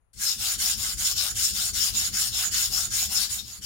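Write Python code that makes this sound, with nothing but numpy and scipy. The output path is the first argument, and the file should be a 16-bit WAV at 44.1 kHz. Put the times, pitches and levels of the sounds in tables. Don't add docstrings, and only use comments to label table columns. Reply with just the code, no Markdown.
import sys
import numpy as np
from scipy import signal
from scipy.fft import rfft, irfft, next_fast_len
from scipy.io import wavfile
from scipy.ndimage import uniform_filter1d

SR = 44100
rng = np.random.default_rng(int(sys.argv[2]) if len(sys.argv) > 2 else 0)


def master(y):
    cut = np.clip(np.atleast_2d(y).T, -1, 1)
    pcm = np.round(cut * 32767)
    wavfile.write(sys.argv[1], SR, pcm.astype(np.int16))


def natural_amplitude(level_db):
    exponent = np.asarray(level_db, float) / 20
    return 10 ** exponent


N = 160965

# f/Hz, level/dB
ROOM_HUSH = [(30, 4.5), (120, -4), (230, -21), (600, -19), (1400, -23), (2500, -32), (5000, -42),
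             (16000, -48)]
# turn t/s, scrape level/dB, lean/dB (late minus early), table shake level/dB
STROKES = [(0.172, -26.5, -5, -50.5), (0.375, -25.5, -1.5, -45.5), (0.574, -23, -3.5, -45),
           (0.765, -28, -5, -44), (0.963, -24.5, 5.5, -45.5), (1.147, -26.5, -6.5, -45.5),
           (1.34, -24.5, 3.5, -44.5), (1.527, -27, -4.5, -44.5), (1.725, -23.5, 2, -44.5),
           (1.924, -27, -7, -42.5), (2.115, -24.5, 0, -43.5), (2.311, -26, 0.5, -46.5),
           (2.504, -23, -2.5, -45), (2.701, -27.5, -10, -43.5), (2.896, -24, 3.5, -45.5),
           (3.083, -25, -2, -45), (3.286, -31.5, -11, -49.5), (3.438, -41, -2, -52.5),
           (3.605, -29.5, 15, -51), (3.8, -26, 0, -60)]
# t/s, level/dB
COARSE_GRAINS = [
    (0.133, -68),
    (0.782, -33),
    (1.743, -34),
    (2.907, -39),
    (3.482, -39),
    (3.502, -37.5),
    (3.52, -49),
    (3.526, -42.5),
    (3.618, -51),
]
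# f/Hz, width/Hz, level/dB, gain at the far end of the stone/dB, gain on the pull/dB
BLADE_MODES = [(741, 150, 11, 0, 0.5), (1461, 190, 5.5, -10.5, 4), (1640, 340, 1.5, -8.5, -4.5),
               (2170, 120, -9, -24.5, -4), (2720, 155, 4.5, 6, 0), (3220, 210, 6, -3.5, 1),
               (3790, 410, 6, 2, 3.5), (4580, 290, 3.5, -12, 4), (5080, 390, 6, 5.5, -2.5),
               (5700, 480, 5, 1.5, -1), (6020, 210, -2, -21, -2), (7056, 494, 7, -5, 0.5),
               (8870, 820, 3, -5, -0.5), (10330, 1730, -0.5, -8, 1)]
# f/Hz, level/dB
LEFT_PORT = [(300, -26.5), (560, -27), (1300, -11.5), (2400, -10), (4300, -2), (7500, -3.5), (12500, -3.5),
             (16000, -5.5)]
RIGHT_PORT = [(300, -35.5), (560, -35.5), (1300, -12), (3200, -7.5), (5200, -13.5), (6800, 1.5), (8000, -7),
              (16000, -5.5)]
# f/Hz, share in common/0-1, lead of the left/rad
PORT_PAIR = [(520, 0, 0.12), (1610, 0.65, 2.24), (2280, 0.02, 3.4), (6050, 0, 1.33), (6500, 0.3, .1),
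             (9400, 1, .01), (10100, 0.67, .01), (16000, .4, .01)]
# f/Hz, width/Hz, level/dB
TABLE_MODES = [(48.6, 13.6, 2), (71.2, 10.4, -2), (108.5, 19, -4.5), (196.4, 28.5, -9), (284.3, 71, -17.5),
               (421.4, 69, -23)]

HUSH_DB, HUSH_RIGHT_DB = -66, -7
WHINE_HZ, WHINE_DB, FIZZ_HZ, FIZZ_WIDTH_HZ, FIZZ_DB = 6700, -92, 10200, 1300, -82
TOUCH_S, UP_TO_SPEED_S, START_DB_PER_S, RESTING_DB = 0.132, 0.22, 493, -32
SPEED_LAW, CREEP, FLAT, FAR_CREEP = 1.41, 0.065, 1.67, 4.4
TICKS_PER_S, TICK_SPREAD_DB, HISS_SHARE, CHATTER_DB, CHATTER_S = 7000, 3, 0.5, 0.22, 0.0068
DRIFT, BEND, PLAIN_DB, FLARE_DB = 0.012, 0.012, -1, 4
LOW_HZ, LOW_PULL_DB = 772, 9
SHADE_HZ, SHADE_WIDTH_HZ, SHADE_DB = 2090, 540, -4.5
SLOW_DULL_DB = -1
ROOM_S, ROOM_DB = 0.38, -9
FRAME, HOP = 512, 128
STILL_DB, MOVING_DB, COMB_S = 3, 2.5, 0.09
PATCH_DB, PATCH_HZ, PATCH_S = 1.5, 613, 0.051
HUMP_HZ, HUMP_WIDTH_HZ, HUMP_DB = 5380, 380, 5.5
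NOTCH_HZ, NOTCH_WIDTH_HZ, NOTCH_DB = 5960, 300, -22
SHAKE_RISE_S, SHAKE_FALL_S, SHAKE_REST_DB = 0.031, 0.11, -8
SHAKE_RIGHT_DB, SHAKE_OWN, SHAKE_TILT_DB = -10, 0.68, 3.5
MASK_DB, MASKED_DB, EDGE_HZ = -21, -40, 15950


def evened(x):
    return x / np.sqrt(np.mean(x ** 2) + 1e-20)


def read(hz, value, at):
    return np.interp(np.log(at + 1), np.log(np.asarray(hz) + 1), value)


def colour(x, gain):
    size = next_fast_len(N + 4096)
    return irfft(rfft(x, size) * gain(np.fft.rfftfreq(size, 1 / SR)), size)[..., :N]


def resonate(hz, centre, width):
    return 1 / (1 + ((hz - centre) / width) ** 2)


def wander(seconds, count, step=1):
    span = max(int(seconds * SR / step), 2)
    noise = rng.standard_normal((N // step + 9, count)).T
    return evened(uniform_filter1d(uniform_filter1d(noise, span), span))


def hush():
    noise = rng.standard_normal((4, N))
    air = evened(colour(noise[:2], lambda f: natural_amplitude(read(*np.transpose(ROOM_HUSH), f)) * (f > 20)))
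    whine = natural_amplitude(WHINE_DB) * evened(colour(noise[2], lambda f: resonate(f, WHINE_HZ, 25)))
    fizz = natural_amplitude(FIZZ_DB) * evened(colour(noise[3], lambda f: resonate(f, FIZZ_HZ, FIZZ_WIDTH_HZ) ** 2))
    return natural_amplitude(HUSH_DB) * air * natural_amplitude(np.array([[0], [HUSH_RIGHT_DB]])) + np.array([fizz, whine])


def motion():
    t, turns = np.arange(N) / SR, np.array(STROKES)[:, 0]
    k = np.clip(np.searchsorted(turns, t) - 1, 0, len(turns) - 2)
    way = np.clip((t - turns[k]) / np.diff(turns)[k], 0, 1)
    start = (t > TOUCH_S) * natural_amplitude(np.clip(START_DB_PER_S * (t - UP_TO_SPEED_S), RESTING_DB, 0))
    return k, way, start


def grit():
    k, way, start = motion()
    strokes = np.array(STROKES)
    speed = np.tanh(FLAT * np.sin(np.pi * way)) / np.tanh(FLAT)
    speed = np.where((k == 0) & (way < 0.5), 1, speed)
    at_far_half = (k % 2 == 1) == (way < 0.5)
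    speed = np.hypot(speed, CREEP * np.where(at_far_half, FAR_CREEP, 1))
    pressure = uniform_filter1d(natural_amplitude(strokes[k, 1] + strokes[k, 2] * (way - 0.5)), size=900)
    level = pressure * speed ** SPEED_LAW * start

    sizes = natural_amplitude(TICK_SPREAD_DB * np.minimum(rng.exponential(1, N), 5))
    ticks = evened(sizes * (rng.random(N) < TICKS_PER_S / SR))
    out = np.sqrt(1 - HISS_SHARE) * ticks * rng.choice([-1., 1.], (2, N))
    out = out + np.sqrt(HISS_SHARE) * rng.standard_normal((2, N))
    out = out * level * natural_amplitude(CHATTER_DB * wander(CHATTER_S, count=1)[:, :N])
    for s, db in COARSE_GRAINS:
        out[:, round(s * SR):][:, :4] += 5 * natural_amplitude(db) * np.array([0.8, 0.8, -0.4, -1])
    return out


def blade(hz, frames):
    at = np.minimum(np.arange(frames) * HOP, N - 1)
    k, way, start = [v[at] for v in motion()]
    pull = uniform_filter1d((k % 2) - 0.5, size=7)
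    far = -0.5 * np.cos(np.pi * way) * np.where(k % 2, -1, 1)
    slow = np.maximum(1 - np.sin(np.pi * way), 1 - np.sqrt(start))
    drift = wander(0.015, count=len(BLADE_MODES), step=HOP)
    flare = wander(0.03, count=2 * len(BLADE_MODES), step=HOP)
    f = hz[:, None]
    power = natural_amplitude(2 * PLAIN_DB) * np.ones((2, len(hz), frames))
    for i, (centre, width, db, far_db, pull_db) in enumerate(BLADE_MODES):
        off = (f - centre * (1 + DRIFT * drift[i, :frames] + BEND * far)) / (0.5 * width)
        flare_db = FLARE_DB * flare[2 * i:2 * i + 2, None, :frames]
        power += natural_amplitude(2 * (db + far_db * far + pull_db * pull + flare_db)) / (1 + off ** 2)
    rasp = LOW_PULL_DB * pull / (1 + (f / LOW_HZ) ** 4)
    shade = SHADE_DB * (far + 0.5) ** 4 * np.exp(-((f - SHADE_HZ) / SHADE_WIDTH_HZ) ** 2)
    return np.sqrt(power) * natural_amplitude(rasp + shade + SLOW_DULL_DB * slow * f / 10000)


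def causal(gain):
    c = irfft(np.log(gain + 1e-5), axis=0)
    c[1:FRAME // 2] *= 2
    c[FRAME // 2 + 1:] = 0
    return np.exp(rfft(c, axis=0))


def scrape():
    hz, t, (a, b) = signal.stft(grit(), SR, nperseg=FRAME, noverlap=FRAME - HOP)
    at, share, lead = np.transpose(PORT_PAIR)
    same = np.clip(read(at, share, hz), 0, 1)[:, None]
    turned = np.exp(-1j * read(at, lead, hz))[:, None] * a
    z = np.array([a, same * turned + np.sqrt(1 - same ** 2) * b])
    port = natural_amplitude(np.array([read(*np.transpose(LEFT_PORT), hz), read(*np.transpose(RIGHT_PORT), hz)]))
    gain = blade(hz, len(t)) * port[:, :, None]
    z = z * np.array([causal(gain[0]), causal(gain[1])])
    keep = natural_amplitude(-120 * HOP / SR / ROOM_S)
    ringing = signal.lfilter([0, 0, 1 - keep], [1, -keep], uniform_filter1d(abs(z) ** 2, size=3, axis=1))
    noise = rng.standard_normal((len(t), len(hz), 2, 2)).T
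    z = z + natural_amplitude(ROOM_DB) * np.sqrt(2 * abs(ringing)) * (noise[0] + 1j * noise[1])
    return signal.istft(z, SR, nperseg=FRAME, noverlap=FRAME - HOP)[1][:, :N]


def nearby(x):
    hz, t, z = signal.stft(x, SR, nperseg=2048, noverlap=1536)
    still = evened(uniform_filter1d(rng.standard_normal((len(hz), 2)).T, size=2))[:, :, None]
    moving = uniform_filter1d(rng.standard_normal((len(t), len(hz), 2)).T, size=2, axis=1)
    moving = evened(uniform_filter1d(moving, max(int(COMB_S * SR / 512), 2), axis=2))
    patch = rng.standard_normal((len(t), len(hz))).T
    patch = uniform_filter1d(patch, max(int(PATCH_HZ * 2048 / SR), 2), axis=0)
    patch = evened(uniform_filter1d(patch, max(int(PATCH_S * SR / 512), 2), axis=1))
    patch = patch * (hz > LOW_HZ)[:, None]
    hump = HUMP_DB * np.exp(-((hz - HUMP_HZ) / HUMP_WIDTH_HZ) ** 2)
    notch = NOTCH_DB * np.exp(-((hz - NOTCH_HZ) / NOTCH_WIDTH_HZ) ** 4)
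    hump_and_notch = np.array([hump, notch])[:, :, None]
    z = z * natural_amplitude(STILL_DB * still + MOVING_DB * moving + PATCH_DB * patch + hump_and_notch)
    return signal.istft(z, SR, nperseg=2048, noverlap=1536)[1][:, :N]


def table_gain(f):
    power = sum(natural_amplitude(2 * db) * resonate(f, hz, w) ** 2 / w for hz, w, db in TABLE_MODES)
    return np.sqrt(power) / (1 + (40 / (f + 1)) ** 4)


def shake():
    t = np.arange(0, N + 64, 64) / SR
    force = np.zeros(len(t))
    for s, _, _, db in STROKES:
        u = np.maximum(t - s + SHAKE_RISE_S, 0)
        jolt = (1 - np.exp(-u / SHAKE_RISE_S)) * np.exp(-u / SHAKE_FALL_S) * 2
        force += natural_amplitude(db) * (jolt + natural_amplitude(SHAKE_REST_DB) * (u > 0) * (u < 0.2))
    force = np.interp(np.arange(N) / SR, t, uniform_filter1d(force, size=9))
    noise = rng.standard_normal((2, N))
    left = colour(noise[0], table_gain)
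    right = colour(noise[0] + SHAKE_OWN * noise[1],
                   lambda f: table_gain(f) * natural_amplitude(SHAKE_TILT_DB * np.log2(f / 60 + 0.5)))
    return force * np.array([evened(left), natural_amplitude(SHAKE_RIGHT_DB) * evened(right)])


def scene():
    touched = np.arange(N) / SR > TOUCH_S - 0.001
    return hush() + nearby(scrape()) * touched + shake()


def roll_off(x):
    return signal.sosfilt(signal.butter(12, 16290, fs=SR, output="sos"), x)


def record(dry):
    hz, t, z = signal.stft(dry, SR, nperseg=2048)
    edges = np.r_[0:40:4, 40:96:8, 96:144:12, 144, 160, 176, 196, 216, 240, 264, 292, 320:768:32]
    wide = np.diff(np.r_[edges, len(hz)])
    band = np.add.reduceat(abs(z) ** 2, edges, axis=1) / wide[:, None]
    treble = (abs(z[:, 100:700]) ** 2).mean((0, 1))
    gain = np.where(band < natural_amplitude(2 * MASK_DB) * treble, natural_amplitude(MASKED_DB), 1)
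    gain = np.repeat(gain, wide, axis=1) * (hz < EDGE_HZ)[:, None]
    mix = signal.istft(z * gain, SR, nperseg=2048)[1][:, :N]
    return roll_off(mix)


dry = scene()
out = record(dry)
master(out)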